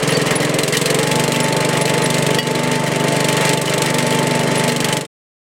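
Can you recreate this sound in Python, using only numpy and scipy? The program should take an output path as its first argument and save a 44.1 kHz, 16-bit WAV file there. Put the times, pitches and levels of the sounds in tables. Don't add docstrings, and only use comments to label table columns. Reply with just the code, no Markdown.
import sys
import numpy as np
from scipy import signal
from scipy.fft import rfft, irfft, next_fast_len
from scipy.io import wavfile
from scipy.ndimage import uniform_filter1d, minimum_filter1d

SR = 44100
rng = np.random.default_rng(int(sys.argv[2]) if len(sys.argv) > 2 else 0)


def wav_out(sig):
    wavfile.write(sys.argv[1], SR, np.round(np.clip(np.atleast_2d(sig).T, -1, 1) * 32767).astype(np.int16))


N = 246073


def undb(db):
    return 10 ** (np.asarray(db) / 20)


def unit(x):
    return x / np.sqrt(np.mean(x ** 2))


def curves(table):
    s, *columns = np.transpose(table)
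    return [np.interp(np.arange(N) / SR, s, c) for c in columns]


def walk(rate):
    knots = rng.standard_normal(4096)
    return 1.31 * np.interp(np.arange(N) / SR * rate, np.arange(len(knots)), knots)


def resonate(x, hz, width):
    return signal.lfilter(*signal.iirpeak(hz, hz / width, fs=SR), x)


def ring(x, modes):
    out = 0
    for k, (hz, width, db) in enumerate(modes):
        out = out + (-1) ** k * undb(db) * resonate(x, hz, width)
    return out


def highpass(x, hz):
    return signal.sosfilt(signal.butter(4, hz, "high", fs=SR, output="sos"), x)


def colour(x, points):
    hz, db = np.transpose(points)
    size = next_fast_len(N)
    log_hz = np.log(np.arange(size // 2 + 1) * SR / size + 1)
    gain = undb(np.interp(log_hz, np.log(hz), db))
    return irfft(rfft(x, size) * gain, size)[:N]


def grains(rate, spread_db):
    hit = rng.random(N) < rate / SR
    size = undb(spread_db * np.minimum(rng.exponential(size=N), 4))
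    return unit(hit * rng.choice([-1, 1], N) * size)


def each_cycle(cycles):
    return rng.standard_normal(256)[cycles.astype(int)]


def pulses(cycles, place, scatter_db, jitter):
    late = jitter * walk(25)
    count = np.floor(cycles - place - late)
    wraps = np.diff(count, prepend=count[0]) > 0
    return wraps * undb(scatter_db * each_cycle(cycles))


# (t/s, f/Hz of the firings)
ENGINE_SPEED = [(0, 21.3), (.6, 21.59), (1.18, 24.34), (1.45, 24.54), (1.8, 24.1), (2.2, 24.51),
                (2.4, 24.38), (2.75, 24.62), (3.35, 24.3), (4.5, 24.55), (4.7, 24.12), (5.05, 24.1)]


def engine_speed():
    firing_hz, = curves(ENGINE_SPEED)
    return firing_hz


# (t/s, level/dB)
ENGINE_EFFORT = [(0.03, -29), (0.5, -28.5), (0.77, -20.5), (0.9, -23), (1.2, -24.5), (1.95, -28),
                 (2.11, -25), (2.5, -29), (2.9, -30.5), (3.5, -24), (4.5, -29.5), (4.75, -24)]
# (t/s, extra level/dB)
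HARD_BANGS = [(.31, 1.5), (.59, 3), (.77, 1.5), (.86, 2), (1.49, 0), (1.65, 2.5), (2.72, 5), (3.53, 1.5),
              (3.74, 2), (3.82, 4.5), (3.985, 2.5), (4.845, 2.5), (4.93, 2.5)]


def effort(cycles):
    effort_db, = curves(ENGINE_EFFORT)
    firing = np.floor(cycles)
    return effort_db + sum(db * (firing == firing[int(s * SR)]) for s, db in HARD_BANGS)


# (f/Hz, level/dB)
HISS_SPECTRUM = [(500, -15), (1400, -5.5), (2000, 0), (3100, 2), (4000, -1.5), (5000, -3.5), (6100, -4.5),
                 (7300, -1), (8300, 1.5), (9600, -5), (11500, -9.5), (16000, -19.5)]
# (f/Hz, width/Hz, level/dB)
SHELL_MODES = [(3080, 79, -5.5), (3580, 73, -5), (4020, 74, -2), (4360, 53, -1.5), (5300, 81, -8),
               (8040, 83, -8.5)]


def crack(cycles, level_db, snap=.45, tail_decay=0.27, tail_db=6, tick_db=-17, jitter=0.011):
    start, usual_rise, tick_place, tick_width = .028, .058, .68, .04
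    shorten = undb(-snap * (level_db - level_db.mean()))
    rise = usual_rise * shorten
    since = (cycles - start - jitter * walk(25)) % 1
    burst = (since / rise) ** 1.5 * np.exp(1.5 * (1 - since / rise)) / np.sqrt(shorten)
    tail = undb(tail_db) * (1 - np.exp(-since / rise)) * np.exp(-since / tail_decay)
    tick = undb(tick_db) * np.exp(-((cycles % 1 - tick_place) / tick_width) ** 2)
    strength = undb(1.14 * each_cycle(cycles) + 0.7 * walk(350))
    hiss = colour((burst + tail + tick) * strength * rng.standard_normal(N), HISS_SPECTRUM)
    shell = np.zeros(N)
    for hz, width, db in SHELL_MODES:
        favour = undb(db + 3 * each_cycle(cycles))
        spray = burst * strength * rng.standard_normal(N)
        shell += favour * resonate(spray, hz, width)
    return unit(hiss) + undb(-7.5) * unit(shell)


EXHAUST_DB = -21.5


def exhaust(cycles):
    opening, chamber_width_hz = .025, 62
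    slug = pulses(cycles, opening, scatter_db=0.5, jitter=0.0014)
    chamber = resonate(resonate(slug, 148.0, chamber_width_hz), 152.4, chamber_width_hz)
    tailpipe = resonate(resonate(slug, hz=248.4, width=56), hz=259.7, width=46)
    return unit(highpass(chamber + undb(-5.5) * tailpipe, hz=115))


# (place in the cycle 0-1, level/dB)
ENGINE_BLOWS = [(0.036, 0.5), (0.338, -4.5), (.51, -3.5), (0.752, -5), (0.858, -2.5), (0.955, -6.5)]
# (f/Hz, width/Hz, level/dB)
BLOCK_MODES = [(297.3, 17.7, 1), (389, 9.7, 5.5), (436, 37, 4.5), (483, 30.4, 5), (557, 57, 0),
               (618, 47, 0.5), (657, 28, 0.5), (1080, 380, -17)]
BLOCK_DB, BLOCK_WANDER_DB = -22, 0.17


def block(cycles):
    blows = np.zeros(N)
    for place, db in ENGINE_BLOWS:
        blows += undb(db) * pulses(cycles, place, scatter_db=3.0, jitter=0.0044)
    buzz = grains(rate=500, spread_db=4.5)
    return unit(highpass(ring(unit(blows) + undb(-7.5) * buzz, BLOCK_MODES), hz=234.3))


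# (f/firing rate, level/dB at full speed,
# loss/dB for each firing a second below full speed, extra level/dB at full pull)
DRIVE_GEARS = [(10, -28, 5, -4), (14, -41, -2.3, -6), (19, -40, 0, 8), (22, -41, 0, 9), (25, -32.5, 1, 0),
               (28, -41, 0, 4)]
FAN_DB, SHROUD_HZ, SHROUD_WIDTH_HZ = -28, 875, 35


def whine(cycles, firing_hz):
    blades, full_pull = 36, 4
    speed_gain = uniform_filter1d(np.gradient(firing_hz) * SR, size=12000)
    pull = np.clip(speed_gain / full_pull, 0, 1)
    slow_hz = firing_hz.max() - firing_hz
    shroud = 1 / np.hypot(1, 2 * (blades * firing_hz - SHROUD_HZ) / SHROUD_WIDTH_HZ)
    fan_tone = np.sin(2 * np.pi * blades * cycles + 0.29 * walk(30))
    fan = fan_tone * shroud * undb(FAN_DB + 1.5 * walk(18))
    gears = np.zeros(N)
    for teeth, db, slope, extra_db in DRIVE_GEARS:
        hum = np.sin(2 * np.pi * teeth * cycles + 0.45 * walk(12))
        gears += hum * undb(db - slope * slow_hz + extra_db * pull + 3.6 * walk(7))
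    return np.sqrt(2) * (fan + gears)


def flurry(since, attack_s=0.0053, decay_s=0.014):
    return (1 - np.exp(-since / attack_s)) * np.exp(-np.minimum(since / decay_s, 20))


# (f/Hz, width/Hz, level/dB)
STEEL_MODES = [(1291, 48, -3.5), (1653, 110, -1.5), (1860, 66, 3.5), (2066, 96, 3), (2330, 180, -2.5),
               (2756, 39, 0.5), (2860, 40, -6), (3126, 310, -6.5), (3570, 85, -6), (4080, 140, -8.5),
               (4680, 120, -6.5), (5320, 2300, -13.5), (9500, 2700, -18)]
# (t/s, level/dB, f/Hz of the ring)
LOUD_KNOCKS = [(0.099, -2.5, 3040), (0.316, -5, 1870), (0.429, -2.5, 1870), (0.598, -3.5, 1780),
               (0.739, -0.5, 1880), (0.864, -3, 4050), (1.121, -2.5, 3400), (1.351, -3.5, 2700),
               (1.882, -2.5, 2680), (2.871, -8, 1830), (3.48, -9.5, 4580), (3.682, -2.5, 2930),
               (3.85, -5.5, 1870), (4.131, -5, 3140), (4.7, -3, 4160)]
RATTLE_DB, RATTLE_DB_PER_HZ = -27, 0.45
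FIRINGS_PER_KNOCK, KNOCK_PLACE = 3.42, .8
KNOCK_DB, KNOCK_SCATTER_DB, KNOCK_HZ = -11.5, 3.5, 2935


def chain(cycles, firing_hz, lead_s=.012, ring_width_hz=130):
    t = np.arange(N) / SR
    chatter = grains(rate=1200, spread_db=1.0)
    passed = cycles / FIRINGS_PER_KNOCK - KNOCK_PLACE + 1
    since_knock = passed % 1 * FIRINGS_PER_KNOCK / firing_hz
    knock_gain = undb(KNOCK_DB + KNOCK_SCATTER_DB * each_cycle(passed))
    knocks = chatter * flurry(since_knock) * knock_gain
    cutters = resonate(knocks, KNOCK_HZ, ring_width_hz)
    for s, db, hz in LOUD_KNOCKS:
        clank = chatter * undb(db) * flurry(np.maximum(t - s + lead_s, 0))
        knocks += clank
        cutters += resonate(clank, hz, ring_width_hz)
    rattle_db = RATTLE_DB + RATTLE_DB_PER_HZ * (firing_hz - firing_hz.max()) + 2 * walk(40)
    links = grains(rate=1100, spread_db=-1.5) * undb(rattle_db)
    contacts = links + undb(-13) * knocks
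    steel = unit(highpass(ring(contacts, STEEL_MODES), hz=920)) * np.std(contacts)
    return steel + undb(6) * cutters + undb(-23.5) * highpass(knocks, hz=4500)


# (t/s, f/Hz, level/dB)
PIN_SQUEAKS = [(.109, 10600, -23), (.156, 4565, -19.5), (0.364, 10030, -14), (1.438, 10040, -20.5),
               (1.822, 10100, -19.5), (2.045, 10070, -18), (4.076, 10250, -28.5), (4.582, 10350, -19)]
SQUEAK_S = 0.0068


def squeaks(waver=0.016, ring_width_hz=35, ring_db=-1):
    t = np.arange(N) / SR
    bend = np.cumsum(1 + waver * walk(900)) / SR
    out = np.zeros(N)
    for s, hz, db in PIN_SQUEAKS:
        swell = np.exp(-np.minimum(((t - s) / SQUEAK_S) ** 2, 20))
        slip = undb(db) * swell * np.sin(2 * np.pi * hz * bend)
        out += slip + undb(ring_db) * resonate(slip, hz, ring_width_hz)
    return out


# (f/Hz, t60/s, level/dB)
AUGER_MODES = [(1940, 0.076, 7), (2640, 0.14, -7), (2910, 0.24, 2), (3160, .08, -7), (3320, 0.08, 5.5),
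               (4620, .16, 0), (5340, .13, -8)]
STONE_S, STONE_DB = 2.386, -17


def stone(contact_s=0.008, chip_db=-1):
    since = np.maximum(np.arange(N) / SR - STONE_S, 0)
    clang = np.zeros(N)
    for hz, t60, db in AUGER_MODES:
        clang += undb(db - 60 * np.minimum(since / t60, 3)) * np.sin(2 * np.pi * hz * since)
    contact = (since > 0) * np.exp(-np.minimum(since / contact_s, 20))
    chip = contact * highpass(rng.standard_normal(N), hz=1504)
    return undb(STONE_DB) * (clang + undb(chip_db) * chip)


# (f/Hz, level/dB)
SOIL_SPECTRUM = [(25, -13), (90, -8.5), (200, -1), (320, 5), (520, 3.5), (800, -1), (1100, 1.5),
                 (1450, -5.5), (2000, -2), (4500, -17), (9000, -36), (15500, -57.5)]
SOIL_DB = -24


def soil():
    crumbs = grains(rate=3500, spread_db=0) * undb(1.1 * walk(18))
    return unit(colour(crumbs, SOIL_SPECTRUM))


# (t/s, depth/dB)
LEVEL_DIPS = [(.335, 1.5), (.63, 2.65), (1.26, 1.4), (1.655, 0.5), (2.405, 3.5), (3.55, 3.5), (4.43, 0.5),
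              (4.7, 3)]
DIP_RECOVERY_S = 0.48


def dips(drop_s=.008):
    t = np.arange(N) / SR
    down_db = np.zeros(N)
    for s, depth_db in LEVEL_DIPS:
        since = np.maximum(t - s, 0)
        down_db += depth_db * (1 - np.exp(-since / drop_s)) * np.exp(-since / DIP_RECOVERY_S)
    return undb(-down_db)


def scene():
    firing_hz = engine_speed()
    cycles = .46 + np.cumsum(firing_hz) / SR
    crack_db = effort(cycles)
    engine = crack(cycles, crack_db) * undb(crack_db)
    engine = engine + exhaust(cycles) * undb(EXHAUST_DB)
    engine = engine + block(cycles) * undb(BLOCK_DB + BLOCK_WANDER_DB * walk(7))
    engine = engine + whine(cycles, firing_hz)
    trencher = chain(cycles, firing_hz) + squeaks() + stone() + soil() * undb(SOIL_DB)
    return ((engine + trencher) * dips())[None]


def limit(x, release_db_per_s=60):
    ceiling_db = -2.8
    over_db = np.maximum(20 * np.log10(np.abs(x) + 1e-9) - ceiling_db, 0)
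    recovery = release_db_per_s * np.arange(N) / SR
    gain_db = recovery - np.maximum.accumulate(over_db + recovery, axis=-1)
    return x * undb(uniform_filter1d(minimum_filter1d(gain_db, size=65), size=65))


FADE_START_S, FADE_END_S, TOP_HZ = 4.972, 5.068, 16000


def record(dry):
    fade = np.interp(np.arange(N) / SR, [FADE_START_S, FADE_END_S], [1, 0])
    held = limit(undb(1.26) * dry)
    top_cut = signal.ellip(10, .2, 80, TOP_HZ, fs=SR, output="sos")
    return signal.sosfilt(top_cut, held * fade)


dry = scene()
out = record(dry)
wav_out(out)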